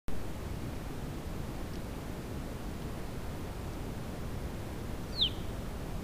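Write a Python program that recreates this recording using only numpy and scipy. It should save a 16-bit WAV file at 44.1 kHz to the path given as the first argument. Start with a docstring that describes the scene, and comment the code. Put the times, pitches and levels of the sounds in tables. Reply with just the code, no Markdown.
"""Cougar chirp in a night forest

A trail camera's microphone switches on just after the start and lays a steady dull hiss under everything.
A few twigs tick under a cougar's paws. Then, led in by thin squeaks, the cat gives one short chirp:
a falling whistle that scatters back from the branches close by and the trunks deeper in the wood."""
import sys
import numpy as np
from scipy import signal
from scipy.fft import rfft, irfft
from scipy.io import wavfile

SR = 44100
rng = np.random.default_rng(int(sys.argv[2]) if len(sys.argv) > 2 else 0)


def store_pcm(level_fs):
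    """Save levels as 16-bit WAV."""
    pcm = np.round(np.clip(level_fs, -1, 1) * 32767).astype(np.int16)
    wavfile.write(sys.argv[1], SR, np.atleast_2d(pcm).T)


N = 265923


def from_db(db):
    """Decibels to gain."""
    return 10 ** (np.asarray(db) / 20)


def rms_one(x):
    """Scale to an rms of 1."""
    return x / np.sqrt(np.mean(x ** 2) + 1e-20)


def seconds():
    """The time of every sample."""
    return np.arange(N) / SR


def dying(start_s, t60_s):
    """An envelope that jumps to 1 at start_s and falls 60 dB in t60_s."""
    age = seconds() - start_s
    return (age >= 0) * from_db(-60 * np.clip(age / t60_s, 0, 5))


def drift(rate_hz):
    """A smooth random wander with an rms of 1."""
    r = np.exp(-2 * np.pi * rate_hz / SR)
    return rms_one(signal.lfilter([1], [1, -2 * r, r * r], rng.standard_normal(N)))


def resonance(x, hz, width_hz):
    """A two-pole resonance with a gain of 1 at its peak."""
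    r = np.exp(-np.pi * width_hz / SR)
    feedback = [1, -2 * r * np.cos(2 * np.pi * hz / SR), r * r]
    return signal.lfilter(np.array([1, 0, -1]) * (1 - r * r) / 2, feedback, x)


# Noise floor of the camera's microphone: frequency_hz, relative_density_db
HISS_SPECTRUM = [(8, 2), (16, -2.1), (45, 0.5), (100, -3), (200, -6.5), (400, -12.5), (800, -19.5),
                 (1600, -26.5), (3000, -32), (6000, -37.5), (10000, -40), (15000, -42)]


def microphone_hiss(level_db=-38.5):
    """The microphone's own steady noise, strongest in the bass."""
    hz, density_db = np.transpose(HISS_SPECTRUM)
    bins_hz = np.maximum(np.fft.rfftfreq(N, 1 / SR), 1)
    colour = from_db(np.interp(np.log(bins_hz), np.log(hz), density_db))
    hiss = irfft(rfft(rng.standard_normal(N)) * colour, N)
    return from_db(level_db) * rms_one(hiss)


def scatter(x, gain_db, delay_s, t60_s, echoes_per_s):
    """Many small echoes from trunks and branches, weaker the farther they travel."""
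    echoes = rng.standard_normal(N) * (rng.random(N) < echoes_per_s / SR) * dying(delay_s, t60_s)
    echoes /= np.sqrt(np.sum(echoes ** 2) + 1e-20)
    return from_db(gain_db) * signal.fftconvolve(x, echoes)[:N]


def forest_echoes(x):
    """Near branches answer at once and favour the treble; the deep wood gives a longer, duller tail."""
    near = scatter(x, gain_db=-8.5, delay_s=0.0022, t60_s=0.35, echoes_per_s=4700)
    far = scatter(x, gain_db=-20, delay_s=0.042, t60_s=0.98, echoes_per_s=4500)
    return resonance(near, hz=4460, width_hz=680) + resonance(far, hz=3080, width_hz=550)


# Twigs on the forest floor, under the paws: start_s, peak_db, low_hz, high_hz, t60_s
TWIG_SNAPS = [(1.735, -42, 4500, 5300, .04), (1.7557, -34.5, 2400, 5200, 0.01),
              (2.821, -40, 1300, 4600, .03), (3.734, -48, 5000, 6100, .025)]


def twigs():
    """Each twig gives a brief crackle of breaking fibres, heard in the band where its wood rings."""
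    out = np.zeros(N)
    for start_s, peak_db, low_hz, high_hz, t60_s in TWIG_SNAPS:
        wood = signal.butter(2, [low_hz, high_hz], "band", fs=SR, output="sos")
        burst = rng.standard_normal(N) * dying(start_s, t60_s)
        crackle = signal.sosfilt(wood, burst + 1e-18)
        out += from_db(peak_db) * crackle / np.max(np.abs(crackle))
    return out


def whistle(hz, strength, octave_db, jitter, shimmer_db, flutter_hz):
    """The cat's voice: a nearly pure tone with a faint octave, fluttering in pitch and strength."""
    pitch_hz = hz * (1 + jitter * drift(flutter_hz))
    phase = 2 * np.pi * np.cumsum(pitch_hz) / SR
    shimmer = from_db(shimmer_db * drift(flutter_hz))
    # the octave carries only while it sweeps through a high resonance of the mouth
    octave = np.sin(2 * phase)
    for _ in range(2):  # twice, for steeper skirts
        octave = resonance(octave, hz=8500, width_hz=820)
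    return np.sqrt(2) * strength * shimmer * (np.sin(phase) + from_db(octave_db) * octave)


# Thin squeaks, faint at the microphone: start_s, length_s, pitch_hz, glide_hz_per_s, level_db
LEAD_IN_SQUEAKS = [(5.028, 0.025, 5720, 17000, -63), (5.089, .016, 6430, -18000, -63),
                   (5.108, .05, 6040, -13000, -66)]


def squeaks():
    """Each squeak before the chirp is a straight, high glide that swells and dies in one arch."""
    out = np.zeros(N)
    for start_s, length_s, pitch_hz, glide_hz_per_s, level_db in LEAD_IN_SQUEAKS:
        age = np.clip(seconds() - start_s, 0, length_s)
        hz = pitch_hz + glide_hz_per_s * age
        strength = from_db(level_db) * np.sin(np.pi * age / length_s)
        out += whistle(hz, strength, octave_db=-40, jitter=0.005, shimmer_db=2.5, flutter_hz=100)
    return out


# The cougar's call sinks, plunges, eases and drops as the voice stops: time_s, pitch_hz
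CHIRP_CONTOUR = [(5.125, 4720), (5.167, 4370), (5.205, 4039), (5.219, 3740), (5.241, 3235), (5.275, 2886),
                 (5.285, 2390)]


def chirp(start_s=5.124, swell_s=0.09, hold_s=0.055, gain_db=-32):
    """One falling whistle whose effort swells, holds and is cut off."""
    swell_db, release_db_per_s = 24.5, 1250
    mouth_hz, mouth_width_hz, mouth_db = 3610, 330, 9
    age = seconds() - start_s
    effort_db = np.interp(age, [0, swell_s], [-swell_db, 0])
    effort_db -= release_db_per_s * np.maximum(age - swell_s - hold_s, 0)
    hz = np.interp(seconds(), *np.transpose(CHIRP_CONTOUR))
    # the whistle flares as it falls through the main resonance of the mouth
    flare_db = mouth_db * np.exp(-((hz - mouth_hz) / mouth_width_hz) ** 2)
    strength = from_db(gain_db + effort_db + flare_db) * (age >= 0)
    return whistle(hz, strength, octave_db=-25, jitter=0.0014, shimmer_db=1.7, flutter_hz=150)


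def scene():
    """The cat heard directly and off the trees, over the hiss of one mono microphone."""
    cat = chirp() + squeaks() + twigs()
    return (cat + forest_echoes(cat) + microphone_hiss())[None]


def record(dry):
    """The microphone switches on with a soft pop as its bias settles; the top is cut steeply."""
    switch_on_s, pop_db, cutoff_hz = 0.0827, -24.5, 15480
    pop = -from_db(pop_db) * dying(switch_on_s, t60_s=0.85)
    live = dry * (seconds() >= switch_on_s) + pop
    low_pass = signal.firwin(1001, cutoff_hz, fs=SR, window="blackman")
    return signal.fftconvolve(live, low_pass[None], mode="same", axes=1)


dry = scene()
out = record(dry)
store_pcm(out)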